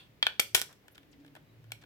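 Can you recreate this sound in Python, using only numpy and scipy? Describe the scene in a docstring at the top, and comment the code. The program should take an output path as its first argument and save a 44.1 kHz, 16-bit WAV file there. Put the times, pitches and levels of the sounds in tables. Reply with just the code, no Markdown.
"""A low appliance drone over hiss and the dying room ring of a snap; then fingernails pry at a box flap.
The thin clear plastic pen box is held close to a phone: its buckling sheet snaps, slips driving decaying modes.
Rattles are fading showers of slips, finger slides gliding bands of noise grains, a faint thin tone narrow noise.
A small hard room answers with decaying noise bands; drone and hiss are shaped noise."""
import sys
import numpy as np
from scipy import signal
from scipy.fft import rfft, irfft
from scipy.io import wavfile
from scipy.ndimage import uniform_filter1d

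SR = 44100
rng = np.random.default_rng(int(sys.argv[2]) if len(sys.argv) > 2 else 0)


def convert_level_to_amplitude(level_db):
    """Map a level in decibels to its linear amplitude factor."""
    exponent = np.asarray(level_db, float) / 20
    return 10 ** exponent


def inscribe(sig):
    """Save sig as 16-bit PCM at rate SR to the path in sys.argv[1].

    A 1-D sig is mono; a 2-D sig holds one channel per row.
    Samples are clipped to [-1, 1] before scaling.
    """
    pcm = np.round(np.clip(np.atleast_2d(sig).T, -1, 1) * 32767)
    wavfile.write(sys.argv[1], SR, pcm.astype(np.int16))


N = 81585
LEAD_S = 0.1  # time computed ahead of the start, then cut
RIGHT_SIGN = np.array([[1], [-1]])
IS_RIGHT = np.array([[0], [1]])  # right = far port


def unit(x):
    """Scales to rms 1."""
    return x / np.sqrt(np.mean(x ** 2))


def band(x, center_hz, width_hz):
    """Two-pole resonance, gain 1 at the centre."""
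    center_hz_safe = min(center_hz, 0.45 * SR)
    b, a = signal.iirpeak(center_hz_safe, center_hz / width_hz, fs=SR)
    return signal.lfilter(b, a, x)


def double_band(x, center_hz, width_hz):
    """The same resonance twice, for steeper skirts."""
    return band(band(x, center_hz, width_hz), center_hz, width_hz)


def walk(rate_hz):
    """Random levels held 1 / rate_hz and slewed twice."""
    hold = int(SR / rate_hz)
    levels = np.repeat(rng.standard_normal(N // hold + 1), hold)
    slewed = uniform_filter1d(uniform_filter1d(levels, hold), hold)
    return 2.1 * slewed[:N]


def start_index(start_s):
    """Sample index of a time, counted from the start of the lead."""
    return int((start_s + LEAD_S) * SR)


# Colour of air and microphone hiss. Each row: frequency in Hz, relative density in dB per Hz.
HISS_COLOUR = [(15, -35), (26, -7.5), (56, 5.5), (152, 1), (215, 2), (320, 0.5), (495, -2.5), (780, -10.5),
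               (1300, -14.5), (2050, -12), (3200, -17), (5000, -22.5), (8000, -30), (10000, -31),
               (13000, -24.5), (16200, -26)]
# Narrow wavering bands of the drone. Each row: centre in Hz, filter width in Hz, level in dB before the waver.
DRONE_BANDS = [(113, 13, -68), (146, 22, -67.5), (284, 37, -73.5)]


def background():
    """Air and microphone hiss, more alike in the bass, with the wavering noise bands of an appliance."""
    hiss_db, alike_below_hz, right_db, waver_db = -64, 900, -0.5, 3.1
    hz = np.maximum(np.fft.rfftfreq(N, 1 / SR), 1)
    colour_hz, colour_db = np.array(HISS_COLOUR).T
    colour = convert_level_to_amplitude(np.interp(np.log(hz), np.log(colour_hz), colour_db))
    mid, side = rfft(rng.standard_normal((2, N))) * colour
    side = side * np.clip(hz / alike_below_hz, 0.4, 1)
    out = convert_level_to_amplitude(hiss_db) * unit(irfft(np.array([mid + side, mid - side]), N))
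    for center_hz, width_hz, db in DRONE_BANDS:
        noise = rng.standard_normal(N) + 0.3 * rng.standard_normal((2, N))
        level = convert_level_to_amplitude(db + waver_db * walk(5))
        out = out + level * unit(double_band(noise, center_hz, width_hz))
    return out * convert_level_to_amplitude(IS_RIGHT * right_db)


# Room tail. Each row: band centre in Hz, level in dB before doubling, t60 in seconds.
ROOM_BANDS = [(150, -53, 0.065), (401, -43, 0.23), (1000, -52, 0.26), (1940, -51, 0.25), (3060, -47, 0.23),
              (5100, -55, 0.33), (8900, -56.5, 0.29), (14010, -49, .21)]


def room(x):
    """Diffuse tail that starts at the first wall, each band dying at its own rate."""
    wall_s, wide_above_hz = 0.0027, 800
    t = np.arange(int(0.5 * SR)) / SR
    tail = 0
    for hz, db, t60_s in ROOM_BANDS:
        mid, side = rng.standard_normal((2, len(t)))
        noise = mid + min(hz / wide_above_hz, 1) * side * RIGHT_SIGN
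        decay = 1000.0 ** (-t / t60_s)
        tail = tail + 2 * convert_level_to_amplitude(db) * double_band(noise, hz, 0.9 * hz) * decay
    tail = tail * np.clip(t / wall_s - 0.5, 0, 1)
    crossed = x.mean(axis=0, keepdims=True) + 0.5 * x[::-1]
    return signal.fftconvolve(crossed, tail, axes=1)[:, :x.shape[1]]


def ring(modes, slips):
    """Modes driven by slips, each with its own share of the energy; out at 0 dB if packed into 5 ms."""
    detune_share, scatter_db, right_late_s = 0.015, 1.2, 0.00016
    t = np.arange(slips.shape[1]) / SR
    hz, db, t60_s = np.array(modes, float).T[:, :, None]
    hz = hz * (1 + detune_share * rng.standard_normal(hz.shape))
    age_s = np.maximum(t - right_late_s * IS_RIGHT[:, :, None], 0)
    response = np.sin(2 * np.pi * hz * age_s) * 1000.0 ** (-age_s / t60_s)
    # axes: port, mode, time
    rung = signal.fftconvolve(response, slips[:, None], axes=2)[..., :len(t)]
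    rung = rung / np.sqrt((rung ** 2).sum(axis=2, keepdims=True))
    sign = (-1.0) ** np.arange(len(modes))[:, None]
    level = convert_level_to_amplitude(db + scatter_db * rng.standard_normal((2, len(modes), 1)))
    hit = (sign * level * rung).sum(axis=1)
    return hit / np.sqrt((hit ** 2).sum(axis=1, keepdims=True) / (SR / 200))


# Modes of the box, low to high. Each row: frequency in Hz, relative level in dB, t60 in seconds.
THUD_MODES = [(151, -7, 0.0096), (324, -1, 0.0063), (664, 3.5, 0.0059)]
HOLLOW_MODES = [(813.5, -3, .009), (1090, -3.5, 0.0057), (1457, 1.5, 0.025), (1786, 1, 0.014)]
SHEET_MODES = [(2235, -3, 0.0089), (2474, -1.5, .006), (3208, 1, 0.0073), (3437, 0.5, .006),
               (4320, -9, 0.0029)]
CRACK_MODES = [(5320, -1, 0.002), (6550, -3, 0.0056), (7140, 0.5, 0.0014), (9500, 0.5, 0.0018),
               (10850, -3, 0.0033), (12710, -8.5, 0.0015), (13725, -6.5, 0.0065), (13800, -3, 0.00078)]
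# Snaps and ticks of the sheet. Each row: start in seconds, level of the sheet modes in dB,
# then thud, hollow ring and bright crack in dB against that level.
SNAP_EVENTS = [(-.061, -24, -24, -8.5, -11), (0.2269, -17.5, -54, -11, -24.5),
               (0.2673, -19, -20.5, -4.5, -17.5), (0.3957, -18.5, -24.5, -17, -13.5),
               (0.3992, -24, -27.5, -11, 6), (0.5468, -19.5, -17, -13.5, -1.5), (.5498, -19, -12, -8, 2),
               (.5619, -33.5, -17, -11.5, -2.5), (.5749, -37, -11, -4, -2.5), (0.7278, -59, -17.5, -3.5, 1),
               (0.8817, -56, -16.5, 1.5, -1.5), (0.979, -51.5, -15, -2, -7.5),
               (1.0309, -64.5, -22.5, -1.5, -6.5), (1.1328, -64, -24, -11, -13), (1.2476, -63, 1.5, 4, -8),
               (1.2633, -65, -8.5, -1.5, 0.5), (1.2789, -61, -17, -7, -8), (.9545, -59.5, -15.5, -10, -2.5),
               (1.3522, -55.5, -1, 2.5, -1), (1.3628, -58, -1, 4, -6), (1.368, -61, 8.5, -3.5, -8),
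               (1.6419, -67, -1.5, 1.5, -2), (1.7053, -67, -6.5, 4.5, -13.5),
               (1.7193, -35.5, -16, -11.5, -3.5), (1.8369, -56, -2.5, -0.5, -12)]


def snaps(size):
    """Each snap is a sudden slip and a few ms of smaller ones, ringing the box."""
    crumple_s, crumple_db, crumple_per_s = 0.0046, -4, 2600  # smaller slips: fade time, peak level, rate
    right_own = 0.82  # share of the small slips that only the far port hears
    right_db, right_thud_db, right_crack_db = -1, -3, -6.5  # thud and crack on top of right_db
    mic_low_hz = 70
    out, t = np.zeros((2, size)), np.arange(int(0.04 * SR)) / SR
    for start_s, db, thud_db, hollow_db, crack_db in SNAP_EVENTS:
        chance, strength = rng.random((2, 2, len(t)))
        slips = (chance < crumple_per_s / SR) * (2 * strength - 1) * convert_level_to_amplitude(crumple_db)
        slips[1] = slips[0] + right_own * (slips[1] - slips[0])
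        slips[:, 0] = 1  # the sudden slip
        low = slips * np.exp(-(t / crumple_s) ** 4)
        high = slips * np.exp(-t / (0.7 * crumple_s))
        hit = convert_level_to_amplitude(thud_db + IS_RIGHT * right_thud_db) * ring(THUD_MODES, low)
        hit = hit + convert_level_to_amplitude(hollow_db) * ring(HOLLOW_MODES, low)
        hit = hit + ring(SHEET_MODES, low)
        hit = hit + convert_level_to_amplitude(crack_db + IS_RIGHT * right_crack_db) * ring(CRACK_MODES, high)
        i = start_index(start_s)
        n = min(len(t), size - i)
        out[:, i:i + n] += convert_level_to_amplitude(db + IS_RIGHT * right_db) * hit[:, :n]
    low_cut = signal.butter(2, mic_low_hz, "high", fs=SR, output="sos")
    return signal.sosfilt(low_cut, out)


# The freed flap rattles on after the big snaps. Each row: start in seconds, level of the sheet modes in dB,
# crack in dB against it, t60 of the slips in seconds.
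RATTLE_EVENTS = [(.401, -37, -0.5, .08), (.553, -26.5, 4.5, 0.16)]


def rattles(size):
    """A fading shower of tiny slips through the sheet, hollow and crack modes."""
    grain_db, hollow_db = 5.5, -4.5
    out, t = np.zeros((2, size)), np.arange(int(0.12 * SR)) / SR
    for start_s, db, crack_db, t60_s in RATTLE_EVENTS:
        bursts = convert_level_to_amplitude(grain_db * rng.exponential(size=len(t)))
        slips = rng.standard_normal((2, len(t))) * bursts * 1000.0 ** (-t / t60_s)
        hit = ring(SHEET_MODES, slips)
        hit = hit + convert_level_to_amplitude(hollow_db) * ring(HOLLOW_MODES, slips)
        hit = hit + convert_level_to_amplitude(crack_db) * ring(CRACK_MODES, slips)
        i = start_index(start_s)
        out[:, i:i + len(t)] += convert_level_to_amplitude(db) * hit
    return out


# Skin sliding on the sheet. Each row: start in seconds, length in seconds, first centre in Hz,
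# last centre in Hz, filter width as share of the centre, level in dB before the swell.
SLIDE_EVENTS = [(.685, .045, 1100, 950, 1.54, -60), (.835, .045, 850, 780, 0.43, -69),
                (.911, .027, 12100, 11870, .25, -67), (.945, .018, 3630, 3100, 1.4, -61.5),
                (.95, .025, 1500, 1460, 0.25, -64), (1.111, .04, 10500, 1400, .35, -63.5),
                (1.195, .025, 3020, 3000, 1.6, -73), (1.354, 0.027, 1580, 985, 0.97, -60.5),
                (1.812, .022, 3000, 1400, 1.9, -59)]


def slides(size):
    """Dense stick-slip grains whose colour glides as the finger moves."""
    grain_db = 3
    out = np.zeros((2, size))
    for start_s, length_s, first_hz, last_hz, width_share, db in SLIDE_EVENTS:
        n = int(length_s * SR)
        u = np.arange(n) / n
        grains = rng.standard_normal((2, n)) * convert_level_to_amplitude(grain_db * rng.exponential(size=n))
        grains[1] = 0.42 * grains[0] + 0.67 * grains[1]
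        rub = 0
        for place in np.linspace(0, 1, 6):  # crossfade through six filters
            hz = first_hz * (last_hz / first_hz) ** place
            fade = np.maximum(1 - abs(u - place) * 5, 0)
            rub = rub + fade * unit(double_band(grains, hz, width_share * hz))
        i = start_index(start_s)
        out[:, i:i + n] += convert_level_to_amplitude(db) * rub * np.sin(np.pi * u) ** 0.76
    return out


# Faint thin tone. One row: start in seconds, length in seconds, centre in Hz, width in Hz,
# level in dB before the swell.
SQUEAK_TONE = (1.43, .12, 3900, 60, -81)


def squeak():
    """A faint tone of narrow-band noise that swells and fades."""
    start_s, length_s, hz, width_hz, db = SQUEAK_TONE
    u = np.clip((np.arange(N) / SR - start_s) / length_s, 0, 1)
    swell = np.sqrt(np.abs(np.sin(np.pi * u)))
    return convert_level_to_amplitude(db) * unit(band(rng.standard_normal(N), hz, width_hz)) * swell


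def scene():
    """Box and fingers with their room tail, over the background and the thin tone."""
    lead = int(LEAD_S * SR)
    near = snaps(N + lead) + rattles(N + lead) + slides(N + lead)
    return (near + room(near))[:, lead:] + background() + squeak()


def band_limit(x):
    """A steep low-pass at the top of the band."""
    return signal.sosfilt(signal.butter(12, 16520, fs=SR, output="sos"), x)


def record(dry):
    """The phone clips at full scale."""
    mix = np.clip(dry, -1, 1)
    return band_limit(mix)


dry = scene()
out = record(dry)
inscribe(out)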